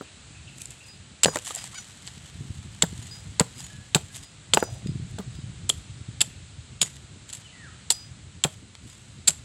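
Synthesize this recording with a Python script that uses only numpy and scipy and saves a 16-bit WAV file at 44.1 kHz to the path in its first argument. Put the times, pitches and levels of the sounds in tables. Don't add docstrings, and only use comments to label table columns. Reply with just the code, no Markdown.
import sys
import numpy as np
from scipy import signal
from scipy.fft import rfft, irfft
from scipy.io import wavfile
from scipy.ndimage import uniform_filter1d

SR = 44100
rng = np.random.default_rng(int(sys.argv[2]) if len(sys.argv) > 2 else 0)


def gain_from_db(level_db):
    decades = np.asarray(level_db, float) / 20
    return 10 ** decades


def bounce(signal):
    frames = np.transpose(np.atleast_2d(signal))
    limited = np.clip(frames, -1, 1)
    pcm = np.round(limited * 32767).astype(np.int16)
    wavfile.write(sys.argv[1], SR, pcm)


N = 416304


def unit(x):
    return x / np.sqrt(np.mean(x ** 2))


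def colour(x, points):
    hz, db = np.transpose(points)
    f = np.maximum(np.arange(N // 2 + 1) * SR / N, 1)
    gain = gain_from_db(np.interp(np.log(f), np.log(hz), db))
    return irfft(rfft(x) * gain, N)


def halves(x):
    filters = [signal.butter(4, 5250, kind, fs=SR, output="sos") for kind in ("low", "high")]
    return [unit(signal.sosfilt(sos, x)) for sos in filters]


def track(table, silent=-120.):
    s, *columns = np.transpose(table)
    t = np.arange(N) / SR
    return [np.interp(t, s, column, silent, silent) for column in columns]


def walk(rate):
    k = int(SR / rate)
    held = np.repeat(rng.standard_normal(N // k + 1), k)
    return 1.13 * uniform_filter1d(uniform_filter1d(held, k), k)[:N]


def crackle(flicker_db, rate):
    return rng.standard_normal(N) * gain_from_db(flicker_db * walk(rate))


def slopes(s, db, swell_s, fade_s):
    t = np.arange(N) / SR - s
    steps = np.where(t < 0, -t / max(swell_s, .002), t / max(fade_s, .002))
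    return gain_from_db(db - 20 * np.minimum(steps, 5))


def add(out, s, sound):
    i = int(s * SR)
    out[..., i:i + sound.shape[-1]] += sound[..., :N - i]


def echo(x, db, t60, gap):
    t = np.arange(SR // 2) / SR
    tail = rng.standard_normal(len(t)) * np.exp(-np.log(1000) * t / t60) * (t > gap)
    return gain_from_db(db) * signal.fftconvolve(x, tail / np.sqrt(np.sum(tail ** 2)))[:N]


# f/Hz, relative level/dB
CRUNCH = [(290, -26), (500, -19), (1280, -18.5), (2130, -16), (2690, -11.5), (3400, -7), (5120, -11),
          (5670, -17), (6760, -4), (7600, 8), (8800, -6), (9890, -4.5), (13100, -19.5), (15800, -45),
          (16500, -64.5)]
# t/s of the top, level/dB above the split, level/dB below it,
# half the length of the swell/ms, t60/ms
CRACKS = [(0.5838, -41, -40, 0.4, 8.9), (0.619, -28, -34, 0.4, 9.4), (0.6567, -32, -38, 0.3, 9),
          (0.707, -34, -54, 1.3, 11), (1.2343, -14.5, -14, 0.85, 54), (1.243, -21, -23, 1.1, 16),
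          (1.2472, -32, -6, 1.25, 6.2), (1.2587, -37, -7, 0.29, 3.7), (1.2616, -28, -30, 0.3, 8),
          (1.3581, -19, -27, 0.12, 11), (1.371, -40, -24.5, 0.51, 8.4), (1.3876, -34, -34, 0.28, 13),
          (1.4495, -37, -52, 1.8, 20), (1.477, -45, -38, 2.7, 18), (1.486, -34, -56, 1.6, 25),
          (1.508, -45, -28, 1.4, 12), (1.551, -22.5, -48, 1.6, 8), (1.56, -28, -47, 2, 11),
          (1.579, -40, -44, 1.5, 6.9), (1.6415, -28, -36, 0.43, 7.4), (2.023, -43, -47, .4, 8),
          (2.0702, -36, -40, 0.33, 5.9), (2.076, -46, -28.5, 0.48, 15), (2.8237, -18, -10.5, 1.3, 16),
          (2.8304, -36, -25.5, 1.8, 16), (3.3982, -12, -10.5, 0.9, 13.7), (3.4055, -28.5, -23, 1.3, 10),
          (3.414, -51, -32, 2.2, 9.8), (3.948, -18, -8, 0.28, 20.7), (3.9583, -20.5, -33, 2.2, 8),
          (3.965, -39, -32, 1.7, 50), (4.085, -43, -45, .5, 8), (4.1466, -37, -34, 0.3, 8),
          (4.537, -22, -10, 0.29, 18), (4.5466, -14, -23, 3.8, 14), (4.575, -47, -29, 0.24, 6.4),
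          (4.64, -37, -55, 1.8, 33), (4.8718, -46, -35.5, 0.63, 11), (5.1868, -41, -37, 0.3, 26),
          (5.694, -16, -24.5, 1.1, 42), (5.6986, -17, -23, 1, 16), (6.2068, -19, -20, 0.5, 34),
          (6.2114, -24, -12, 0.5, 6.9), (6.2159, -11, -15, .8, 23.4), (6.817, -16, -14.5, 1.2, 32),
          (6.829, -20, -19, 1.4, 19), (6.958, -50, -45, 0.36, 7.4), (7.292, -45, -43, 2, 20),
          (7.306, -45, -42, 2.8, 12), (7.3295, -36, -37, 1.0, 20), (7.3352, -33, -37, 1.5, 15),
          (7.3505, -36, -44, 2.1, 42), (7.9056, -12.5, -17.5, 2.1, 25), (7.9123, -18.5, -28, 1.8, 33),
          (7.921, -17, -28.5, 0.4, 20), (8.4386, -13, -14.5, 0.48, 14), (8.444, -28, -24.5, 3.1, 38),
          (8.7524, -50, -35, 0.3, 8), (8.9, -42, -42, .6, 10), (9.2799, -13.5, -21, 3.6, 55),
          (9.2865, -14, -15.5, 2.9, 9.6), (9.2939, -21, -26, 0.6, 15), (9.306, -23, -25, 0.46, 8.9)]


def cracks():
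    low, high = halves(colour(crackle(2.5, rate=1500), CRUNCH))
    power = np.zeros((2, N))
    t = np.arange(-SR // 50, SR // 5) / SR * 1000
    for s, high_db, low_db, swell_ms, t60_ms in CRACKS:
        swell = np.maximum(1 + t / (2 * swell_ms), 0)
        shape = np.where(t < 0, swell, np.exp(-np.log(1000) * t / t60_ms))
        add(power, s - 1 / 50, (gain_from_db([[low_db], [high_db]]) * shape) ** 2)
    return np.sqrt(power[0]) * low + np.sqrt(power[1]) * high


# t/s, peak level/dB, settled f/Hz, t60/s
TOCKS = [(1.2465, -14.5, 2830, 0.0074), (2.8239, -13.5, 3400, 0.0051), (3.4, -30, 3700, 0.0089),
         (3.9468, -13, 3600, 0.014), (4.5358, -2.5, 3300, 0.0047), (5.6997, -8, 3240, 0.012),
         (6.2122, -7, 3350, 0.0087), (6.8149, -11, 3210, 0.012), (7.9034, -6.5, 4250, 0.0051),
         (8.4389, -6, 3140, 0.0083), (9.2768, -7.5, 4090, 0.0078)]


def tocks():
    out, t = np.zeros(N), np.arange(SR // 20) / SR
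    sharp, settle_s = 0.038, 0.0018
    for s, db, hz, t60 in TOCKS:
        shape = (1 - np.exp(-t / 0.00027)) * np.exp(-np.log(1000) * t / t60)
        turns = hz * (t + sharp * settle_s * (1 - np.exp(-t / settle_s)))
        add(out, s, gain_from_db(db) * shape / shape.max() * np.sin(2 * np.pi * turns))
    return out


# multiple of its pitch, level/dB, length of ring as a multiple of its t60
HUSK = [(0.551, -10, 1.1), (.8, -24, 5.0), (1.021, -2.5, 1.1), (1.35, -11, .7), (1.75, -3.5, .45),
        (2.3, 0.5, .3), (3.1, 8, .2)]
# t/s (1.3 ms ahead of the onset),
# peak level/dB of the body, nominal f/Hz, nominal t60/s, rattle level/dB relative to the body's peak
KNOCKS = [(0.009, -25, 410, 0.051, -18), (1.2565, -4, 540, 0.026, -9), (1.2813, -13, 495, 0.039, -21),
          (1.357, -12.5, 614, 0.041, -15), (1.369, -19.5, 765, 0.022, -17), (1.505, -24, 1200, 0.022, -14),
          (1.64, -36, 1000, .02, -13), (2.075, -37, 1550, .02, -14), (2.83, -19, 440, 0.031, -1.5),
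          (3.395, -13, 925, 0.032, -19), (3.404, -11, 616, 0.029, -6.5), (3.946, -14, 830, 0.039, -10),
          (3.955, -17, 450, 0.036, -6.5), (4.534, -13.5, 492, 0.036, -3.5), (4.571, 0.5, 862, 0.018, -13),
          (4.625, -8, 470, 0.026, -9.5), (5.183, -26.5, 474, 0.057, -7.5), (5.696, -25, 395, 0.085, -20),
          (6.216, -29, 810, 0.049, -9.5), (6.814, -30, 431, 0.1, -15), (7.905, -20.5, 912, 0.03, -23),
          (8.445, -16, 784, 0.044, -11), (9.285, -30.5, 590, 0.058, -2.5)]


def knocks():
    out, t = np.zeros(N), np.arange(SR // 4) / SR
    chance = rng.random((len(KNOCKS), len(HUSK)))
    grit_shape = [(200, -22), (450, 0.5), (750, -1), (1400, -7.0), (3000, -28.0)]
    grit = unit(colour(crackle(4.0, rate=300), grit_shape))
    for (s, db, hz, t60, rattle_db), draws in zip(KNOCKS, chance):
        fade = np.log(1000) * t / t60
        pop = np.sin(2 * np.pi * np.minimum(1.28 * hz * t, 1))
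        modes = 0
        for (ratio, mode_db, length), u in zip(HUSK, draws):
            mode_hz = hz * ratio * (1 + 0.073 * (u - .5))
            modes = modes + gain_from_db(mode_db) * np.sin(2 * np.pi * mode_hz * t) * np.exp(-fade / length)
        body = (gain_from_db(4.5) * pop + modes) * (1 - np.exp(-t / 0.0008))
        i = min(int(s * SR), N - len(t))
        rattle_shape = (1 - np.exp(-t / 0.0011)) * np.exp(-.55 * fade)
        rattle = gain_from_db(rattle_db) * grit[i:i + len(t)] * rattle_shape
        add(out, s + 0.001306, gain_from_db(db) * (rattle - body / np.abs(body).max()))
    return out


# t/s, level/dB before onset and fade, settled f/Hz, t60/s
THUDS = [(0.009, -31, 265, 0.052), (1.263, -20.5, 156, 0.13), (1.352, -42, 204, 0.054),
         (2.834, -14, 167, 0.062), (3.408, -3, 158.6, 0.029), (3.955, -7, 147, 0.046),
         (4.546, -24, 154, 0.11), (4.577, -28, 193, 0.088), (4.626, -28, 205, 0.03),
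         (5.192, -24.5, 188, 0.11), (6.213, -36, 164, 0.052), (6.815, -27, 177, 0.078),
         (8.449, -16, 143, 0.075), (9.286, -31.5, 158, 0.13)]


def thuds():
    out, t = np.zeros(N), np.arange(SR // 5) / SR
    for s, db, hz, t60 in THUDS:
        turns = 2 * np.pi * hz * (t + 0.0014 * (1 - np.exp(-t / 0.0039)))
        fade = np.exp(-np.log(1000) * t / t60)
        tone = np.sin(turns) + gain_from_db(-6) * fade * np.sin(2.14 * turns)
        add(out, s, gain_from_db(db) * (1 - np.exp(-t / 0.0013)) * fade * tone)
    return out


# f/Hz, relative level/dB
RASP = [(410, -29), (700, -10), (1450, -13.5), (1910, -6), (2360, -11), (3080, -5), (5290, -13.5),
        (7770, -1), (13500, -24), (15900, -39), (16500, -47.5)]
# (both for 20 dB; anything under 0.002 s, also below zero, acts as 0.002 s)
SCRAPES = [(0.62, -48, -61, .1, 0.1), (0.704, -53.5, -55, .02, 0.1), (0.874, -56.5, -63, .15, .12),
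           (1.35, -43, -46, 0.083, 0.1), (1.47, -37, -41, 0.041, 0.11), (1.556, -45, -43, 0.037, 0.18),
           (1.52, -41, -45.5, 0.032, 0.01), (1.66, -48, -53, .03, -0.14), (1.79, -51.5, -51, 0.24, 0.3),
           (2.06, -58, -54, 0.16, 2.3), (3.038, -51.5, -52, 0.12, 0.25), (3.598, -43.5, -48.5, 0.073, 0.13),
           (3.64, -66, -59, 0.017, 0.5), (4.169, -42, -48, 0.06, 0.03), (4.25, -54, -55, 0.14, -0.24),
           (4.606, -35, -38, 0.027, -0.06), (4.72, -51.5, -63, .03, 0.1), (5.115, -55, -71, .04, -0.1),
           (5.2, -58, -50, .02, -0.7), (5.354, -54, -51, 0.031, -0.5), (6.86, -51, -49, .04, .16),
           (7.301, -48, -47, 0.02, -0.04), (7.345, -45, -48, .04, .09), (8.908, -56.5, -57, 0.13, 0.35)]


def scrapes():
    uneven = gain_from_db(2 * walk(90))
    low, high = halves(colour(crackle(4.4, rate=500) * uneven, RASP))
    settling = [(s + 0.014, -48.5, -52.5, .005, .13) for s, *_ in TOCKS]
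    out = 0
    for s, high_db, low_db, swell_s, fade_s in SCRAPES + settling:
        out = out + slopes(s, 0, swell_s, fade_s) * (gain_from_db(high_db) * high + gain_from_db(low_db) * low)
    return out


# t/s of the top, level/dB, f/Hz, swell/s, fade/s (both for 20 dB)
ROLLS = [(1.33, -42, 1000, 0.033, 0.05), (1.478, -46, 1000, .02, .02), (1.565, -44.5, 690, .04, .04),
         (1.735, -50, 1100, .03, .04), (4.69, -48, 650, 0.1, 0.2)]


def rolls():
    out, bumps = 0, crackle(3.7, rate=120)
    width = 0.41
    for s, db, hz, swell_s, fade_s in ROLLS:
        hollow = signal.iirpeak(hz, 1 / width, fs=SR)
        rumble = signal.lfilter(*hollow, signal.lfilter(*hollow, bumps))
        out = out + slopes(s, db, swell_s, fade_s) * unit(rumble)
    return out


# f/Hz, level/dB added to its group's, group of modes it follows (0, 1 or 2)
BLADE = [(4926, 8, 0), (5950, -2, 1), (6875, 2.5, 2), (7752, -37, 2), (8900, -10, 2), (12600, -24, 0),
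         (14190, -38, 0), (15650, -22, 0)]
# t/s, time until it is damped/s, level/dB of the three groups
RINGS = [(0.84, .04, -66, -80, -75), (0.885, .1, -59, -79, -66), (1.262, .13, -51, -44, -37.5),
         (1.58, .08, -53, -63, -60), (1.755, .07, -58, -49, -44), (1.783, 0.033, -62, -37, -43),
         (3.03, .03, -70, -70, -52), (3.113, .11, -51, -67, -62), (3.56, .04, -60, -70, -65),
         (3.592, .03, -53.5, -67, -48), (3.64, .06, -74, -72, -43.5), (4.145, 0.047, -60, -62, -59),
         (4.23, .1, -62, -73, -57), (4.548, .05, -46, -44, -50), (4.585, .2, -66, -45, -46),
         (4.62, .16, -55, -63, -69), (4.87, 0.055, -58, -77, -63), (5.357, 0.06, -59, -74, -80),
         (6.819, .03, -50, -45, -20), (7.915, .17, -48, -49, -67), (8.9, .06, -67, -74, -62)]


def blade():
    gains, t = np.zeros((3, N)), np.arange(N) / SR
    swell_s, damped_s = .007, .05
    fades = (1.1, 1.2, .8)
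    for s, length, *dbs in RINGS:
        free = slopes(s + length, 0, np.inf, damped_s)
        gains += [free * slopes(s, db, swell_s, fade * length) for db, fade in zip(dbs, fades)]
    out = 0
    for hz, db, group in BLADE:
        wavering = gain_from_db(db + 2.6 * walk(40))
        out = out + wavering * gains[round(group)] * np.sin(2 * np.pi * hz * t)
    return np.sqrt(2) * out


# t/s, slip rate f/Hz, level/dB before each partial's own
SQUEAK = [(1.74, 660, -66), (1.757, 735, -52), (1.77, 770, -52.5), (1.787, 755, -48.5), (1.8, 710, -68)]


def squeak():
    hz, db = track(SQUEAK)
    turns = np.cumsum(np.maximum(hz, 0) * (1 + .02 * walk(250))) / SR
    out = 0
    for k, partial_db in [(2, 6), (3, 5.0), (4, 2), (5, 0), (6, 1)]:
        out = out + gain_from_db(partial_db + 4.0 * walk(120)) * np.sin(2 * np.pi * k * turns)
    return gain_from_db(db) * out


# t/s (6 ms ahead of the top), level/dB of the main swing, f/Hz
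BUFFETS = [(2.168, -42.5, 196), (2.35, -34, 100), (2.404, -29, 127), (2.448, -37.5, 132), (2.499, -26, 104),
           (2.924, -32, 174), (2.986, -31, 108), (4.856, -24, 184), (4.888, -20.5, 140), (4.914, -30, 144),
           (4.951, -24.5, 130), (4.993, -29.5, 152), (5.136, -30.5, 113), (5.157, -34, 111),
           (5.272, -33, 112), (5.384, -31, 142), (5.435, -33.5, 111), (5.492, -32, 110), (6.008, -31, 101),
           (6.083, -28.5, 121), (6.272, -40, 159)]


def buffets():
    out, t = np.zeros(N), np.arange(-SR // 40, SR // 20) / SR
    for s, db, hz in BUFFETS:
        sharper = 0.56 * np.cos(2 * np.pi * 1.83 * hz * t) * np.exp(-(t / 0.0024) ** 2)
        swing = np.cos(2 * np.pi * hz * t) + sharper
        cycles = np.where(t < 0, .55, .9)
        add(out, s + 0.00608 - 1 / 40, gain_from_db(db) * swing * np.exp(-.5 * (t * hz / cycles) ** 2))
    return out


# f/Hz, relative level/dB
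GUST = [(12, -54), (20, -32), (27, -15), (50, -5), (81, 1.5), (130, 0.5), (200, -12.5), (260, -54),
        (440, -120)]
# t/s, level/dB before the random puffs
WIND = [(0.0, -50.5), (0.94, -53), (1.29, -48.5), (1.97, -53.5), (2.28, -50.5), (2.42, -41.5), (3.02, -45),
        (4.29, -46.5), (4.68, -43.5), (5.05, -38.5), (5.15, -45), (5.55, -37), (5.81, -45), (6.94, -47),
        (7.31, -49.5), (8.41, -50.5), (8.86, -53), (9.44, -52.5)]


def wind():
    deep_db = track(WIND, silent=-60.)[0] + 1.1 * walk(5.5)
    upper_db = -61.5 + 0.42 * (deep_db + 52)
    puffs = walk(28)
    deep = unit(colour(rng.standard_normal(N), GUST)) * gain_from_db(deep_db + 3.8 * puffs)
    upper_shape = [(120, -30), (190, 5.0), (400, -8.5), (900, -40), (2000, -69.5)]
    upper = unit(colour(rng.standard_normal(N), upper_shape))
    return deep + upper * gain_from_db(upper_db + 2.0 * puffs + 3.8 * walk(45))


def note(s, length, hz, db):
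    swell_s, sag_db = 0.0072, 12
    return [(s, hz, db - sag_db), (s + swell_s, hz, db), (s + length, hz, db - sag_db)]


# t/s, length/s, f/Hz, top level/dB
BIRDS = [(0.04, .05, 2650, -56), (0.345, 0.097, 2560, -52.5), (0.47, 0.055, 2790, -52.5),
         (0.599, .04, 2650, -51), (0.705, 0.035, 2640, -53), (0.8, .06, 2720, -53.5),
         (6.3, 0.058, 2550, -56)]
# t/s, length/s, f/Hz, top level/dB
PIPING = [(3.582, 0.098, 1685, -70), (3.697, .17, 1688, -55.5), (4.098, .12, 1665, -62)]
# t/s, f/Hz, level/dB
WHISTLE = [
    [(7.42, 3069, -69), (7.464, 3004, -50), (7.495, 2373, -60), (7.52, 2120, -70)],
    [(7.525, 2058, -59), (7.56, 1920, -57), (7.617, 1865, -51), (7.651, 1645, -48.5), (7.687, 1290, -57),
     (7.72, 1170, -73)],
]


def birds():
    out = 0
    rough, pure = .07, .01
    calls = [(note(*chirp), rough) for chirp in BIRDS]
    calls += [(note(*pipe), pure) for pipe in PIPING]
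    calls += [(branch, pure) for branch in WHISTLE]
    for call, waver in calls:
        hz, db = track(call)
        wavering_hz = np.maximum(hz, 0) * (1 + waver * walk(600))
        tone = np.sin(2 * np.pi * np.cumsum(wavering_hz) / SR)
        gain = uniform_filter1d(gain_from_db(db), size=300) * gain_from_db(3.4 * walk(50))
        out = out + np.sqrt(2) * gain * tone
    return out + echo(out, db=-2, t60=0.71, gap=0.012)


# f/Hz, relative level/dB per Hz
HISS = [(120, -27), (200, -3), (369, -9.5), (439, -10), (645, -10), (1020, -12), (1390, -9), (1710, -10),
        (4030, -7.5), (5620, -16), (7830, -7), (8400, -12), (10000, -22.5), (11100, -48.5), (13000, -64)]


def hiss():
    return unit(colour(rng.standard_normal(N), HISS)) * gain_from_db(-51.5 + 0.81 * walk(1.35))


def scene():
    near = cracks() + tocks() + knocks() + thuds() + scrapes() + rolls() + blade() + squeak()
    yard = echo(near, db=-22.5, t60=0.25, gap=0.0054)
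    return (near + yard + wind() + buffets() + birds() + hiss())[None]


def band_limit(x):
    return signal.sosfilt(signal.butter(12, 16790, fs=SR, output="sos"), x)


def record(dry):
    thin = signal.sosfilt(signal.butter(2, 55, "high", fs=SR, output="sos"), dry)
    ceiling = .85
    held = thin / (1 + (thin / ceiling) ** 4) ** (1 / 4)
    mix = signal.sosfilt(signal.ellip(6, .2, 40, 15900, fs=SR, output="sos"), held)
    return band_limit(mix)


dry = scene()
out = record(dry)
bounce(out)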